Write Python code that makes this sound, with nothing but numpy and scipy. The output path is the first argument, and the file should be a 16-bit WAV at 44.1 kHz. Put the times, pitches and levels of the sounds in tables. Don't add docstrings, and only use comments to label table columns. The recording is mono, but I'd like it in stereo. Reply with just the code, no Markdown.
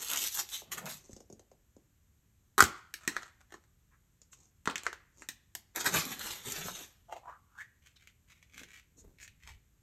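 import sys
import numpy as np
from scipy import signal
from scipy.fft import rfft, irfft, next_fast_len
from scipy.io import wavfile
from scipy.ndimage import uniform_filter1d

SR = 44100
rng = np.random.default_rng(int(sys.argv[2]) if len(sys.argv) > 2 else 0)


def to_wav(sig):
    pcm = np.clip(np.atleast_2d(sig), -1, 1) * 32767
    pcm = np.round(pcm).astype(np.int16)
    wavfile.write(sys.argv[1], SR, pcm.T)


N = 433062

# frequency_hz, level_db (table levels are all relative)
THUD_SPECTRUM = [(60, -15), (200, -2), (380, 5), (600, -10), (850, 0), (1400, -7.5), (4000, -42)]


def amp(db):
    return 10 ** (np.asarray(db) / 20)


def unit_level(x):
    return x / np.sqrt(np.mean(x ** 2) + 1e-20)


def unit_hit(x):
    return x * np.sqrt(.005 * SR / (np.sum(x ** 2) + 1e-20))


def value_at(points, hz):
    row_hz, value = np.transpose(points)
    return np.interp(np.log(hz + 1), np.log(row_hz + 1), value)


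def add(mix, start_s, sound):
    part = mix[max(round(start_s * SR), 0):][:len(sound)]
    part += sound[:len(part)]


def filtered(x, spectrum):
    log_gain = np.log(amp(value_at(spectrum, abs(np.fft.fftfreq(4096, 1 / SR)))))
    minimum_phase = np.exp(np.conj(signal.hilbert(log_gain)))
    taps = np.fft.ifft(minimum_phase).real[:2048]
    return signal.oaconvolve(x, taps)[:len(x)]


def texture(x, spectrum):
    return unit_level(filtered(x, spectrum))


def resonate(x, hz, width_hz):
    turn = np.exp(2j * np.pi * np.cumsum(hz) / SR)
    feedback = np.exp(-np.pi * width_hz / SR)
    return (turn * signal.lfilter([1 - feedback], [1, -feedback], x / turn)).real


def grains(per_s, spread_db, hiss):
    sizes = amp(spread_db * np.minimum(rng.exponential(1, N), 3.5)) * rng.choice([-1, 1], N)
    clicks = unit_level(sizes * (rng.random(N) < per_s / SR))
    return unit_level(clicks + hiss * rng.standard_normal(N))


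def uneven_grip(per_s, depth_db):
    points = np.clip(rng.standard_normal(4096), -2, 2)
    wander = np.interp(np.arange(N) / SR * per_s, np.arange(len(points)), points)
    return unit_level(amp(depth_db * wander))


def shifting_tone(x, depth_db):
    bands = signal.stft(x, nperseg=256)[2]
    patches = uniform_filter1d(rng.standard_normal(bands.shape), size=7, axis=0)
    patches = unit_level(uniform_filter1d(patches, size=7, axis=1))
    return unit_level(signal.istft(bands * amp(depth_db * patches), nperseg=256)[1][:N])


def strokes(rows):
    drop_db = 26
    roundness = 1.606
    t, power = np.arange(0, N, 32) / SR, 0
    for peak_s, rise_s, fall_s, *levels_db in rows:
        away = np.maximum((peak_s - t) / rise_s, (t - peak_s) / fall_s)
        fade_db = drop_db * np.minimum(away, 10) ** roundness
        power = power + amp(np.array(levels_db)[:, None] - fade_db) ** 2
    return [np.interp(np.arange(N) / SR, t, np.sqrt(column)) for column in power]


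def rubs(rows):
    return strokes([(peak_s, .61 * length_s, .39 * length_s, *db) for peak_s, length_s, *db in rows])


def snap(spectrum, decay_s, spike):
    t = np.arange(2048) / SR
    spray = rng.standard_normal(len(t)) * np.exp(-t / decay_s)
    spray /= np.linalg.norm(spray)
    spray[0] += spike
    return unit_hit(filtered(spray, spectrum))


def knock(hz, swell_s):
    age = np.arange(4096) / SR / swell_s
    phase = 4 * np.pi * hz * swell_s * np.log1p(age)
    return unit_hit(age * np.exp(-age) * np.sin(phase))


def room_noise():
    # frequency_hz, level_db
    spectrum = [(20, -23.5), (45, -3), (80, -3.5), (130, -9), (300, -22), (700, -33.5), (1800, -30),
                (4500, -33.5), (7200, -30), (10000, -36.5), (12500, -32), (15500, -48.5)]
    return amp(-68.5) * np.array([texture(rng.standard_normal(N), spectrum) for _ in range(2)])


def room_echoes(dry):
    # frequency_hz, gain_db
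    into_room = [(300, 7), (900, 0), (1500, -5), (2600, 0), (8000, -6)]
    # frequency_hz, fade_s
    fade_times = [(150, 0.18), (1500, 0.57), (7000, 0.4), (14000, .28)]
    echoes = rng.choice([-1., 1.], (2, SR)) * (rng.random((2, SR)) < 5000 / SR)
    hz, t, bands = signal.stft(echoes, SR, nperseg=128)
    fade = amp(-60 * t / value_at(fade_times, hz)[:, None])
    tails = signal.istft(bands * fade, SR, nperseg=128)[1][:, :SR]
    tails *= np.arange(SR) / SR > 0.014
    tails /= np.linalg.norm(tails, axis=1, keepdims=True)
    return amp(-13) * signal.fftconvolve(filtered(dry, into_room)[None], tails, axes=1)[:, :N]


def nearby_echoes(dry, size=8192):
    t = np.arange(size // 2) / SR
    palms = unit_level(np.exp(-t / 0.0038) * (t > .0003))
    table = unit_level(np.exp(-t / 0.021) * (t > .0025))
    fade = np.hypot(amp(-2) * palms, amp(-4.5) * table) / np.sqrt(len(t))
    window = np.sin(np.pi * np.arange(size) / size)
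    out = np.zeros((2, N))
    for start in range(0, N, size // 2):
        piece = dry[start:start + size]
        for channel in out:
            echoes = fade * rng.standard_normal(len(t))
            add(channel, start / SR, signal.fftconvolve(piece * window[:len(piece)], echoes))
    return out


def microphones(dry, ambience):
    # frequency_hz, likeness (0 to 1)
    likeness = [(60, .96), (1000, .65), (3000, .1), (7200, .9), (8500, .75), (9800, .995), (13700, .75)]
    # frequency_hz, lag_radians
    right_lag = [(1300, 0), (2800, 2.3), (4100, 2.1), (4900, np.pi), (6700, 6.1), (7500, 6.4),
                 (9800, 3 * np.pi), (12200, 4 * np.pi), (15000, 5 * np.pi)]
    # frequency_hz, gain_db
    balance = [(150, 1), (800, 3.5), (4900, 0), (6000, -0.5)]
    size = next_fast_len(N + SR)
    hz = np.fft.rfftfreq(size, 1 / SR)
    direct = rfft(dry, size)
    shared, other = rfft(ambience, size)
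    same = np.clip(value_at(likeness, hz), 0, 1)
    lag = np.interp(hz, *np.transpose(right_lag))
    lean = amp(value_at(balance, hz) / 2)
    left = (direct + shared) / lean
    right = (direct + same * shared + np.sqrt(1 - same ** 2) * other) * np.exp(-1j * lag) * lean
    return irfft(np.array([left, right]), size)[:, :N]


def digging_fingers():
    # peak_s, length_s, rumble_db, rub_db
    digs = [(8.61, 0.19, -66, -51.5), (9.07, 0.26, -57.5, -51), (9.34, 0.24, -55.5, -79),
            (9.53, 0.34, -54, -77)]
    # frequency_hz, level_db
    rumble_spectrum = [(20, -9), (40, 4.5), (80, 5), (170, -8), (600, -46), (2000, -58.5)]
    # frequency_hz, level_db
    rub_spectrum = [(80, -6.5), (170, 6.5), (430, -2.5), (800, -17.5), (2000, -28.5)]
    rumble_gain, rub_gain = rubs(digs)
    rumble = texture(rng.standard_normal(N), rumble_spectrum)
    rub = texture(grains(per_s=120, spread_db=5.5, hiss=0.37), rub_spectrum)
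    return amp(-6) * rumble_gain * rumble + amp(-8.5) * rub_gain * rub


def fingertips():
    # peak_s, length_s, level_db
    shell_rubs = [(1.11, 0.43, -63), (4.43, 0.25, -68), (5.215, 0.12, -59)]
    # start_s, knock_db, tick_db
    taps = [(0.619, -49.5, -70), (1.0941, -49, -66), (1.1313, -48, -51), (1.165, -50, -52),
            (1.205, -52, -55.5), (1.3005, -45.5, -58.5), (1.3263, -46.5, -54.5), (1.3951, -54, -57.5),
            (1.5154, -55.5, -65), (1.7658, -52, -68), (4.2169, -75.5, -54.5)]
    # frequency_hz, level_db
    skin_spectrum = [(200, -10), (1400, -9), (3800, -6), (5000, 4), (6800, 5), (9000, -7.5), (12500, -15),
                     (15500, -32)]
    grit = grains(per_s=320, spread_db=4, hiss=0.49)
    skin = texture(grit, skin_spectrum) + amp(-10.5) * texture(grit, THUD_SPECTRUM)
    out = skin * rubs(shell_rubs)[0]
    for start_s, knock_db, tick_db in taps:
        pitch_hz = 430 * np.exp(.3 * rng.standard_normal())
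        add(out, start_s, amp(knock_db - 2) * knock(pitch_hz, swell_s=.002))
        add(out, start_s, amp(tick_db) * snap(skin_spectrum, decay_s=0.0012, spike=0.66))
    return out


def finger_skids():
    # peak_s, length_s, pitch_hz, level_db
    skids = [(0.546, 0.079, 3440, -38.5), (3.937, .08, 1460, -69.5), (4.332, 0.042, 6780, -55.5),
             (5.805, 0.034, 5700, -36), (7.965, 0.02, 3970, -56.5), (8.995, .07, 6330, -60),
             (9.233, 0.072, 6500, -55.5), (9.489, 0.075, 890, -64)]
    out = np.zeros(N)
    for peak_s, length_s, pitch_hz, level_db in skids:
        swell = np.hanning(round(length_s * SR))
        slips = rng.standard_normal(len(swell))
        pitch, width_hz = np.full(len(swell), pitch_hz), 0.47 * pitch_hz
        squeak = resonate(resonate(slips, pitch, width_hz), pitch, width_hz)
        add(out, peak_s - length_s / 2, amp(level_db) * swell * unit_level(squeak))
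    return out


def capsule():
    # peak_s, rise_s, fall_s, air_db, wall_db
    lid_slips = [(7.095, 0.017, .025, -52.5, -66), (7.129, 0.024, 0.016, -41, -45),
                 (7.166, 0.016, 0.034, -46, -51), (7.297, 0.07, 0.077, -40, -65),
                 (7.55, 0.088, .05, -64, -74), (7.611, 0.06, 0.045, -41.5, -51.5)]
    # time_s, pitch_hz
    air_pitch = [(7.08, 721), (7.18, 740), (7.25, 870), (7.29, 1075), (7.33, 1247), (7.56, 1333),
                 (7.61, 1820), (7.678, 1930)]
    # frequency_hz, level_db
    plastic = [(300, -15), (900, -18), (2100, 6), (3000, 2), (3600, -1.5), (6600, -6), (9000, -13.5),
               (15500, -20)]
    # peak_s, length_s, level_db
    toy_rubs = [(7.877, 0.11, -54.5), (8.05, 0.27, -61.5), (8.315, 0.082, -51), (8.372, .06, -53),
                (8.435, 0.06, -53.5), (8.605, 0.21, -50), (8.745, 0.24, -48.5), (9.24, 0.14, -52.5),
                (9.492, 0.16, -49)]
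    # start_s, level_db
    ticks = [(8.0734, -50.5), (8.4276, -56), (8.5795, -44), (8.6343, -46), (9.2783, -49.5), (9.475, -47)]
    # start_s, level_db
    pops = [(6.6835, -37.5), (7.125, -44)]
    slips = grains(per_s=170, spread_db=-1.5, hiss=0.79)
    pitch_hz = np.interp(np.arange(N) / SR, *np.transpose(air_pitch))
    air = unit_level(resonate(resonate(slips, pitch_hz, width_hz=260), pitch_hz, width_hz=790))
    air_gain, wall_gain = strokes(lid_slips)
    out = amp(-4) * (air_gain * air + wall_gain * texture(slips, plastic))
    scrape = texture(grains(per_s=350, spread_db=4.5, hiss=0.3), plastic)
    scrape *= uneven_grip(per_s=70, depth_db=5)
    out += amp(-5.5) * scrape * rubs(toy_rubs)[0]
    for start_s, level_db in ticks:
        add(out, start_s, amp(level_db) * snap(plastic, decay_s=0.0012, spike=2.3))
    for start_s, level_db in pops:
        add(out, start_s, amp(level_db) * knock(hz=1218, swell_s=0.00086))
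    return out


def foil_creases(moves, creases, spectrum):
    # frequency_hz, level_db
    sheet_spectrum = [(100, -15.5), (170, -8), (280, -4), (400, 2), (550, -9.5), (800, 0.5), (2600, 4),
                      (5000, -25.5)]
    fizz_gain, sheet_gain = strokes(moves)
    return texture(creases, spectrum) * fizz_gain + texture(creases, sheet_spectrum) * sheet_gain


def foil_wrapper():
    # peak_s, rise_s, fall_s, crinkle_db, sheet_db
    pulls = [(0.06, 0.57, 0.14, -38.5, -50), (0.137, 0.051, 0.06, -35.5, -34),
             (0.238, 0.19, 0.073, -30, -44), (0.36, 0.089, .05, -36, -58),
             (0.393, 0.057, 0.031, -28, -39.5), (0.549, 0.093, 0.091, -37.5, -54),
             (0.721, 0.0077, 0.031, -28, -38.5), (0.782, 0.015, 0.031, -39.5, -42.5),
             (0.861, 0.0089, 0.058, -45, -44), (0.895, 0.017, 0.12, -43.5, -56)]
    # frequency_hz, level_db
    peel_spectrum = [(900, -46.5), (2000, -4), (3500, 4), (5000, 5), (7200, 1.5), (9000, -2), (13000, -0.5),
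                     (15500, -15.5)]
    # peak_s, rise_s, fall_s, rustle_db, sheet_db
    shoves = [(5.764, 0.018, 0.12, -37.5, -39.5), (5.811, 0.013, 0.014, -27, -43),
              (5.866, 0.031, 0.045, -26, -29.5), (5.953, 0.046, 0.11, -25, -32.5),
              (6.118, 0.14, 0.064, -36, -48.5), (6.215, 0.024, 0.16, -36.5, -66),
              (6.272, 0.14, 0.2, -35.5, -52), (6.478, 0.054, 0.13, -35.5, -56),
              (6.57, 0.18, 0.38, -41, -56), (6.68, 0.097, 0.042, -44, -61), (6.80, 0.23, 0.1, -42.5, -58)]
    # frequency_hz, level_db
    sweep_spectrum = [(900, -6.5), (2000, 1), (3500, 6.5), (5500, 3), (8000, -2.5), (10500, -5.5),
                      (13500, -2.5), (15500, -25)]
    # peak_s, length_s, level_db
    drags = [(0.84, 0.36, -49), (5.88, .07, -55), (5.953, .12, -37), (6.07, 0.39, -55), (6.485, 0.14, -58),
             (6.7, 0.35, -57.5)]
    # frequency_hz, level_db
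    table_spectrum = [(50, -23.5), (150, 5.5), (300, -7), (1200, -15), (5000, -30.5)]
    # start_s, level_db
    buckles = [(0.03, -43), (0.048, -40), (0.085, -35), (0.1016, -32.5), (0.1147, -31.5), (0.1342, -29),
               (0.16, -33), (0.1735, -29.5), (0.189, -36), (0.2399, -29), (0.274, -32), (0.284, -37),
               (0.3232, -48), (0.49, -44.5), (0.857, -43), (5.7607, -32.5), (5.845, -39), (5.941, -31),
               (6.053, -38.5), (6.194, -41), (6.5217, -34)]
    crinkle = shifting_tone(grains(per_s=1300, spread_db=3.5, hiss=0.3), depth_db=2)
    crinkle *= uneven_grip(per_s=81, depth_db=2.5)
    rustle = shifting_tone(grains(per_s=2000, spread_db=3, hiss=0.57), depth_db=2.5)
    rustle *= uneven_grip(per_s=70, depth_db=2)
    out = amp(-2) * foil_creases(pulls, crinkle, peel_spectrum)
    out += amp(-3) * foil_creases(shoves, rustle, sweep_spectrum)
    out += texture(rustle, table_spectrum) * rubs(drags)[0]
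    for start_s, level_db in buckles:
        add(out, start_s, amp(level_db) * snap(peel_spectrum, decay_s=0.0004, spike=2))
    return out


def hollow_ring(pitch_hz, damping):
    # pitch_ratio, level_db, decay_s (at a damping of 1)
    tones = [(.85, -10, .0006), (1.04, 0, .0008), (1.3, -7, .0006), (2.2, -13, .0004), (2.7, -13, .0003)]
    t = np.arange(2048) / SR
    ring = np.zeros(len(t))
    for ratio, level_db, decay_s in tones:
        swell = t / decay_s * np.exp(-damping * t / decay_s)
        ring += amp(level_db) * swell * np.sin(2 * np.pi * pitch_hz * ratio * (t - decay_s / damping))
    return unit_hit(ring)


def chocolate():
    # peak_s, length_s, level_db
    grinds = [(2.78, 0.1, -60), (3.04, 0.12, -58), (3.2, 0.43, -57.5), (3.41, .04, -64.5),
              (3.54, 0.092, -59.5), (3.64, 0.062, -72), (4.858, .025, -47)]
    # frequency_hz, level_db
    crumb_spectrum = [(500, -12.5), (1500, 2.5), (2600, -7), (7000, -8.5), (14000, -26)]
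    # start_s, ring_db, pitch_hz, tick_db, thud_db
    cracks = [(2.5803, -24.5, 1210, -27.5, -35), (2.5857, -33.5, 1110, -26.5, -31.5),
              (2.593, -21, 1320, -32, -40), (2.6052, -12, 1370, -16.5, -35.5),
              (2.624, -24, 1400, -21.5, -26.5), (2.6397, -40.5, 1640, -27, -43.5),
              (2.94, -45, 1640, -35, -59), (3.077, -28, 1855, -27, -35.5), (5.2884, -42, 1786, -34, -51),
              (5.5515, -52.5, 1640, -35, -51)]
    # frequency_hz, level_db
    crack_spectrum = [(700, -26), (2000, -2.5), (3000, 0.5), (4700, 1.5), (6500, -0.5), (8500, -3),
                      (12500, -6.5), (15500, -11.5)]
    # start_s, ring_db, pitch_hz, tick_db, thud_db
    clacks = [(3.166, -30.5, 1707, -38.5, -51), (3.231, -49.5, 1635, -48, -57),
              (3.5232, -52, 1485, -55.5, -53.5), (3.5431, -56.5, 1312, -61, -51),
              (4.3313, -62, 1227, -55, -73), (4.6571, -44.5, 1775, -40.5, -50.5),
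              (4.6747, -24.5, 1384, -36, -32.5), (4.6986, -46, 1405, -38, -47),
              (4.7103, -41.5, 1100, -43, -49), (4.7572, -46, 1640, -31, -52),
              (4.7806, -50, 1740, -38, -61.5), (4.8345, -59, 1180, -45.5, -60),
              (4.866, -27.5, 1800, -37.5, -40), (4.9296, -44, 1470, -46, -56),
              (5.2211, -49, 1860, -51.5, -58)]
    # frequency_hz, level_db
    clack_spectrum = [(700, -21.5), (2600, 4), (4700, 1.5), (7500, -2), (10500, -11.5), (15500, -22)]
    out = texture(grains(per_s=270, spread_db=4, hiss=0.4), crumb_spectrum) * rubs(grinds)[0]
    for hits, spectrum, tick_decay_s, damping in (
        (cracks, crack_spectrum, 0.00093, 1),
        (clacks, clack_spectrum, 0.00031, 2.1),
    ):
        for start_s, ring_db, pitch_hz, tick_db, thud_db in hits:
            add(out, start_s, amp(ring_db) * hollow_ring(pitch_hz, damping))
            add(out, start_s, amp(tick_db) * snap(spectrum, tick_decay_s, spike=1.2))
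            add(out, start_s, amp(thud_db) * snap(THUD_SPECTRUM, decay_s=0.0014, spike=0.88))
    add(out, 2.62, amp(-29.5) * knock(hz=125, swell_s=.005))
    return out


def scene():
    dry = foil_wrapper() + chocolate() + digging_fingers() + fingertips() + finger_skids() + capsule()
    ambience = nearby_echoes(dry) + room_echoes(dry) + room_noise()
    return microphones(dry, ambience)


def record(dry):
    low_pass = signal.firwin(255, 15900, window=("kaiser", 8), fs=SR)
    return signal.oaconvolve(np.clip(dry, -1, 1), low_pass[None], "same")


dry = scene()
out = record(dry)
to_wav(out)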